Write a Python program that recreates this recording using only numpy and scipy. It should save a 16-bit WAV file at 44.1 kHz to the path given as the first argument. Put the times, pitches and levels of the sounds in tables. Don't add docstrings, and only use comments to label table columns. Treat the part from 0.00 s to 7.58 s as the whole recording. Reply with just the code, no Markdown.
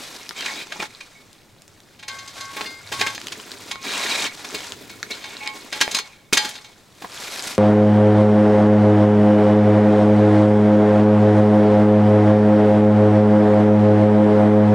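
import sys
import numpy as np
from scipy import signal
from scipy.fft import rfft, irfft, next_fast_len
from scipy.io import wavfile
from scipy.ndimage import uniform_filter1d

SR = 44100
rng = np.random.default_rng(int(sys.argv[2]) if len(sys.argv) > 2 else 0)


def store_pcm(level_fs):
    pcm = np.round(np.clip(level_fs, -1, 1) * 32767).astype(np.int16)
    wavfile.write(sys.argv[1], SR, np.atleast_2d(pcm).T)


N = 334278


def gain_of(db):
    return 10 ** (np.asarray(db) / 20)


def evened(x):
    return x / np.sqrt(np.mean(x ** 2) + 1e-20)


def coloured(x, points):
    f_hz, db = np.transpose(points)
    size = next_fast_len(x.shape[-1])
    bins_hz = np.fft.rfftfreq(size, 1 / SR)
    shape_db = np.interp(np.log(bins_hz + 1), np.log(f_hz), db)
    filtered = irfft(rfft(x, size) * gain_of(shape_db), size)
    return evened(filtered[..., :x.shape[-1]])


def bell_db(hz, octaves, per_octave_db):
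    return -per_octave_db * (np.log2((hz + 1) / 1e3) - octaves) ** 2


def add(mix, start_s, sound):
    part = mix[round(start_s * SR):][:len(sound)]
    part += sound[:len(part)]


def grains(per_s, spread_db, lumpy_db):
    at = rng.integers(0, N, round(per_s * N / SR))
    size_db = spread_db * np.minimum(rng.exponential(1, len(at)), 5)
    size = gain_of(size_db) * rng.choice([-1., 1.], len(at))
    slow = rng.standard_normal(N // 50 + 1)
    clumps = evened(uniform_filter1d(uniform_filter1d(slow, size=7), size=7))
    return np.bincount(at, size * gain_of(lumpy_db * clumps[at // 50]), N)


def mode_bank(modes, damping=1, size=SR // 2):
    hz, db, t60_s = np.transpose(modes)[:3, :, None]
    t = np.arange(size) / SR
    return gain_of(db - 60 * t * damping / t60_s) * np.exp(2j * np.pi * hz * t)


def struck(bank, weights_db, rise_s, turns):
    ring = ((gain_of(weights_db) * np.exp(2j * np.pi * turns)) @ bank).real
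    onset_rms = np.sqrt(np.mean(ring[:1000] ** 2))
    return ring / onset_rms * np.minimum(np.arange(len(ring)) / SR / rise_s, 1)


def burst(octaves, t60_s, rise_s, width_db, body=1):
    t, hz = np.arange(8192) / SR, np.fft.rfftfreq(8192, 1 / SR)
    noise, slow = rng.standard_normal((2, 8192))
    gritty = noise * gain_of(2.5 * evened(uniform_filter1d(slow, size=50)))
    shape = body * gain_of(bell_db(hz, octaves, width_db)) / (1 + (hz / 9000) ** 4)
    decay = gain_of(-60 * np.maximum(t - rise_s, 0) / t60_s)
    swell = np.minimum(t / rise_s, 1) ** 2
    return evened(irfft(rfft(gritty) * shape)) * decay * swell


def taps(rows, modes, width_db, rise_s):
    out, bank = np.zeros(N), mode_bank(modes)
    hz, t = np.transpose(modes)[0], np.arange(SR // 2) / SR
    turns = rng.random(len(bank))
    for start_s, db, centre_hz, free_s in rows:
        muting_db = -400 * np.maximum(t - free_s, 0)
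        weights_db = bell_db(hz, np.log2(centre_hz / 1e3), width_db)
        running_turns = turns + hz * round(start_s * SR) / SR
        ring = struck(bank, weights_db, rise_s, running_turns)
        add(out, start_s, gain_of(db + muting_db) * ring)
    return out


# f/Hz, relative density/dB
HUSH_SPECTRUM = [(15, 1), (60, -3), (150, 5), (550, -2), (1100, -8.5), (3000, -16.5), (8000, -19),
                 (16000, -24.5)]
HUSH_RMS_DB = -54
# t/s, level/dB
DRONE_LEVELS = [(0, -68), (1.9, -64), (2.2, -55.5), (2.8, -57.5), (3.0, -42.5), (3.2, -60.5), (5, -56),
                (6.1, -67), (7.58, -58)]
# f/Hz, relative density/dB
DRONE_SPECTRUM = [(40, -33), (95, -2.5), (120, -3), (220, -37.5)]


def hush():
    common, apart = rng.standard_normal((2, 1, N)), rng.standard_normal((2, 2, N))
    wash, low = common + .55 * apart
    drone_db = np.interp(np.arange(N) / SR, *np.transpose(DRONE_LEVELS))
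    return gain_of(HUSH_RMS_DB) * coloured(wash, HUSH_SPECTRUM) + gain_of(drone_db) * coloured(low, DRONE_SPECTRUM)


def surroundings(x):
    t = np.arange(8000) / SR
    signs = rng.choice([-1., 1.], (2, len(t)))
    echoes = signs * (rng.random((2, len(t))) < .05) * (t > .002)
    echoes = signal.lfilter([1], [1, -.3], echoes * gain_of(-60 * t / .13))
    echoes = echoes / np.linalg.norm(echoes, axis=1, keepdims=True)
    return signal.oaconvolve(x[None], echoes, axes=1)[:, :N]


# t/s, level/dB, colour f/Hz
DRY_TICKS = [(0.292, -23, 5740), (.309, -21.5, 1020), (.408, -15, 2490), (0.67, -30, 2150),
             (1.33, -38, 9000), (1.62, -38.5, 8000), (1.679, -33.5, 7000), (1.803, -37, 4020),
             (3.179, -19.5, 1490), (3.215, -23, 3600), (3.27, -22, 4900), (3.283, -22.5, 3800),
             (3.399, -25, 1420), (3.517, -21.5, 3720), (3.757, -21.5, 1160), (4.605, -28, 1560),
             (4.721, -17.5, 1790), (5.029, -15, 2000), (5.352, -28, 600), (5.475, -13.5, 2320),
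             (5.718, -29, 4200), (5.806, -13.5, 2500), (6.326, -12.5, 1500), (5.878, -15.5, 795),
             (7.36, -19, 6120)]


def dry_ticks(rise_s=0.00034, t60_s=0.0075):
    out = np.zeros(N)
    for start_s, db, colour_hz in DRY_TICKS:
        add(out, start_s, gain_of(db) * burst(np.log2(colour_hz / 1e3), t60_s, rise_s, width_db=2.5))
    return out


# t/s, ring level/dB, ring centre f/Hz, time until muting/s
LID_CLINKS = [(2.095, -36, 1600, .2), (2.363, -43, 1270, .12), (2.407, -39, 1500, .1),
              (2.495, -44.5, 1080, .06), (2.568, -39, 1080, 0.051), (2.657, -33, 2500, .14),
              (2.675, -57, 1150, .14), (2.922, -35, 1200, 0.083), (3.015, -27, 1560, .086)]
# f/Hz, level/dB, t60/s
LID_MODES = [(699, -14, .4), (1104, 0, 1.4), (1523, -7, .25), (1567, -4, .8), (2121, 0, 1.0),
             (2778, -6, .12), (3564, 0, .2), (4300, 8, .3), (4835, 14, .5)]


def lid_clinks():
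    return taps(LID_CLINKS, LID_MODES, width_db=19.0, rise_s=0.0023)


# t/s, ring level/dB, ring centre f/Hz, time until muting/s
BLADE_GLANCES = [(.799, -30, 2350, .01), (1.006, -40.5, 2450, 0.0087), (1.15, -48.5, 2130, .07),
                 (3.713, -38, 1079, .25), (3.96, -37.5, 1079, 0.052), (5.1, -32, 2180, .02),
                 (5.113, -28, 4000, 0.0088), (5.405, -36, 2130, .1), (5.41, -40, 848, .14),
                 (5.459, -36, 2450, .012), (5.465, -33, 2130, 0.14), (5.477, -40, 1079, .1),
                 (5.814, -25, 1620, 0.044), (5.95, -38, 3150, 0.078), (5.962, -33, 4062, .05),
                 (5.964, -31, 6400, .05), (6.378, -28, 848, .09), (6.378, -25, 4825, .05)]
# f/Hz, level/dB, t60/s at damping 1, tip-strike weighting/dB
BLADE_MODES = [(848, -4, .5, 3), (1079, -10, .7, -6), (1620, -5, .24, 5), (1911, -5, .12, 4),
               (2216, -8, .5, -8), (2290, -10, .22, -3), (2350, -7, .12, -5), (2450, -6, .15, -2),
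               (2730, -6, .16, 0), (2923, -14, .12, 1), (3150, -9, .4, 4), (3322, -8, .16, 1),
               (3585, -8, .2, -1), (3748, -8, .16, -3), (3910, -10, .3, -4), (4062, -10, .3, -1),
               (4287, -8, .2, 1), (4655, -12, .12, 1), (4825, -10, .2, 5), (5015, -13, .2, 1),
               (5400, -12, .09, -1), (5902, -15, .18, 1), (6302, -5, .1, 1), (6487, -8, .16, -1),
               (7181, -12, .15, 3)]


def blade_glances():
    return taps(BLADE_GLANCES, BLADE_MODES, width_db=600, rise_s=0.0052)


def chips(count=14):
    out = np.zeros(N)
    for hz in np.geomspace(700, 9000, count):
        cycles = np.arange(round(8 * SR / hz)) * hz / SR
        chip = np.sin(2 * np.pi * cycles) * cycles * np.exp(-cycles / 1.13)
        chip = chip / np.linalg.norm(chip) * np.sqrt(hz)
        train = grains(per_s=120, spread_db=4.0, lumpy_db=2.5)
        out += signal.oaconvolve(train, chip)[:N]
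    return evened(out)


# start t/s, end t/s, crunch at start/dB, crunch at end/dB,
# rumble re crunch/dB, blade ring re crunch/dB
BLADE_SCRAPES = [(.385, .625, -34, -37, -8.5, 3), (.64, .85, -48.5, -37, -8, -2.5),
                 (3.845, 3.91, -32.5, -31, -6, 2.5), (3.93, 4.265, -27.5, -25, -11.5, 0),
                 (5.11, 5.5, -41, -42, -6.5, 1)]
GRIT_SPILLS = [(2.085, 2.3, -41.5, -45.5, -14, -17), (2.92, 3.13, -32.5, -37.5, -19, -7),
               (5.727, 5.99, -37, -36, -7.5, -5.5), (6.332, 6.56, -25.5, -44.5, -16, -6.5)]
COAL_SLIDES = [(.9, 1.42, -47.5, -57.5, -12, -8), (1.5, 1.98, -61.5, -56.5, -8, -22),
               (2.37, 2.53, -38.5, -45.5, -14.5, -14), (2.57, 2.65, -37, -37, -6, -25),
               (2.8, 2.9, -46.5, -43, -15, -6), (3.2, 3.7, -43.5, -42, -4, -19),
               (4.33, 4.66, -41, -36.5, -7.5, -28), (4.74, 5.08, -47.5, -49, 2, -21),
               (5.56, 5.71, -40.5, -45.5, -5, -25), (6.05, 6.28, -48, -63.5, -17, 1),
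               (6.57, 6.92, -45.5, -63.5, -14, -11)]
LEAF_STEPS = [(0, .33, -38, -47, -8, -7), (7.2, 7.53, -36, -34, -12, -31)]


def effort():
    kinds = (  # rows, swell dB/s, fade dB/s, fizz dB re crunch
        (BLADE_SCRAPES, 410, 570, -20),
        (GRIT_SPILLS, 3000, 400, -16.5),
        (COAL_SLIDES, 170, 105, -16.5),
        (LEAF_STEPS, 74, 340, -10),
    )
    t, power = np.arange(0, N + 64, 64) / SR, np.zeros((4, 1))
    for rows, swell, fade, fizz_db in kinds:
        for start_s, end_s, first_db, last_db, low_db, ring_db in rows:
            db = np.interp(t, [start_s, end_s], [first_db, last_db])
            db = db - swell * np.maximum(start_s - t, 0) - fade * np.maximum(t - end_s, 0)
            power = power + gain_of(db + np.array([[0], [low_db], [fizz_db], [ring_db]])) ** 2
    return [np.interp(np.arange(N) / SR, t, np.sqrt(p)) for p in power]


# f/Hz, relative density/dB
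CRUNCH_SPECTRUM = [(290, -72), (500, 2), (1080, 1), (1410, 1.5), (2270, 2), (2990, -1.5), (3680, 3),
                   (8000, -5), (13000, -26.5), (19800, -82)]
FIZZ_SPECTRUM = [(4000, -6), (8000, -8.5), (12000, -4.5), (16000, -27)]
RUMBLE_SPECTRUM = [(70, -43), (140, -14), (270, -2.5), (430, -4), (1000, -28)]


def grit():
    crunch, low, fizz, shake = effort()
    clicks = evened(grains(per_s=12000, spread_db=1.5, lumpy_db=2.0))
    rumble = grains(per_s=990, spread_db=1.5, lumpy_db=3.0)
    out = crunch * coloured(clicks + 0.52 * chips(), CRUNCH_SPECTRUM)
    out += fizz * coloured(clicks, FIZZ_SPECTRUM)
    out += low * coloured(rumble, RUMBLE_SPECTRUM)
    hz, tip_db = np.transpose(BLADE_MODES)[[0, 3]]
    rubbed_db = bell_db(hz, 1.28, 4.9) - 0.5 * tip_db
    rings = gain_of(rubbed_db)[:, None] * mode_bank(BLADE_MODES, damping=5.5, size=6000).real
    for ring in rings / np.linalg.norm(rings):
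        bumps = evened(grains(per_s=220, spread_db=2.5, lumpy_db=2.5))
        spot = evened(uniform_filter1d(rng.standard_normal(N // 256 + 2), size=9))
        wander = np.interp(np.arange(N) / 256, np.arange(len(spot)), spot)
        coupling = gain_of(4.9 * wander - 4.0)
        out += signal.oaconvolve(shake * bumps * coupling, ring)[:N]
    return out


# mid-contact t/s, crack level/dB, colour/octaves above 1 kHz,
# thud re crack/dB, ring re crack/dB, spot struck (heel 0, tip 1)
BLADE_KNOCKS = [(0.458, -22, 1.2, -19, -7, 0.27), (.72, -28, 0.5, -18, -4, 0.46),
                (0.756, -38, -1.5, -13, -12, .4), (.799, -24, 0.2, -11, -7, 0.36),
                (.823, -22, 0.06, -17.5, -16, .95), (1.006, -37.5, 1.1, -30, 0, 0.55),
                (1.993, -43, 1.5, -20, -1, 0.66), (2.028, -34.5, 0.93, -25, -4.5, 0.46),
                (2.081, -26.5, 2, -24, -4, 0.54), (2.187, -40, 2.5, -21, 4, 0.8),
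                (2.277, -37.5, 3, -23, -0.5, 0.65), (2.407, -33.5, 3, -17, 0.5, 0.59),
                (2.567, -33.5, 0.5, -1.5, 4, 0.36), (2.608, -23.5, 0, -11, -12.5, .4),
                (2.921, -23.5, 1.3, -7, -6, 1), (2.995, -26.5, 2, -6, -0.5, 0.31),
                (3.01, -13, 0.65, -13.5, -9, 0.82), (3.066, -19.5, 1.1, -11.5, -5.5, 0.79),
                (3.148, -32.5, 2.5, -3, 0, 0.87), (3.32, -25.5, 1.5, -30, -32, 0.45),
                (3.711, -22, 1.5, -31, -9, .06), (4.445, -29, 0.7, -25, -12, .3),
                (4.545, -22.5, 1.5, -6.5, -6, 0.3), (4.896, -32.5, 1.5, -24, -6, 0.1),
                (5.107, -26, 2, -8, -12, 0.23), (5.24, -33, 1, -25, -1.5, 0.48),
                (5.462, -37.5, 0.4, -29, 6.5, 0.072), (5.726, -23.5, 1.1, -22, -2.5, 0.74),
                (5.811, -7.5, 1.5, -19, -11.5, 0.79), (5.912, -26.5, 3.5, -26, -2, 0.36),
                (5.946, -15, 2.5, -32, -6, 0.37), (5.964, -21, 1.5, -23, -10, 0.58),
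                (5.986, -20, 1.65, -32, -9.5, 0.69), (6.329, -8.5, 2.5, -10.5, -11.5, 0.41),
                (6.371, -11, 1.7, -23, -3, 1), (6.447, -23.5, 1.5, -6, -2.5, 0.87),
                (6.553, -39, 2, -12, 2, 0.6), (6.644, -44, 2, -24, 2.5, 0.19),
                (6.49, -29, 4, -22, -10, 0.54), (7.02, -32.5, 0.2, -2.5, -23, .4),
                (7.043, -29, -1.5, -8, -27, .4), (7.471, -25.5, 3.5, -9.5, -28, .4)]
# t/s, added loss/(dB/s)
ASH_LOAD = [(1.1, 400), (2.0, 80), (2.9, 120), (3.3, 40), (6.0, 60)]


def knocks(rise_s=0.0064, crack_t60_s=0.055, thud_t60_s=0.1):
    out, t = np.zeros(N), np.arange(SR // 2) / SR
    bank = mode_bank(BLADE_MODES, damping=0.97)
    hz, tip_db = np.transpose(BLADE_MODES)[[0, 3]]
    damped = mode_bank(BLADE_MODES, damping=4.7, size=8192).real.sum(0)
    pressed = 4.3 + evened(abs(rfft(damped, 8192)))
    thud_shape = gain_of(-60 * t / thud_t60_s) * np.minimum(t / 0.0013, 1)
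    for mid_s, db, octaves, thud_db, ring_db, spot in BLADE_KNOCKS:
        crack = burst(octaves, crack_t60_s, rise_s, width_db=1.5, body=pressed)
        thud = coloured(rng.standard_normal(len(t)), RUMBLE_SPECTRUM) * thud_shape
        loss_db = np.interp(mid_s, *np.transpose(ASH_LOAD)) * t
        ring_octaves = np.minimum(octaves + 0.28, 3.2)
        weights_db = bell_db(hz, ring_octaves, 3.06) + (2 * spot - 1) * tip_db
        ring = struck(bank, weights_db, rise_s, rng.random(len(bank)))
        start_s = mid_s - rise_s / 2
        add(out, start_s, gain_of(db) * crack)
        add(out, start_s, gain_of(db + thud_db) * thud + gain_of(db + ring_db - loss_db) * ring)
    return out


def scene():
    fire = grit() + knocks() + dry_ticks() + lid_clinks() + blade_glances()
    direct = fire * gain_of([[.2], [-.2]])
    return direct + gain_of(-10.5) * surroundings(fire) + hush()


def record(dry):
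    soft = .95 * np.tanh(dry / .95)
    edge_hz = 15950
    lowpass = signal.firwin(511, edge_hz, window=("kaiser", 9), fs=SR)
    return signal.oaconvolve(soft, lowpass[None], "same", axes=1)


dry = scene()
out = record(dry)
store_pcm(out)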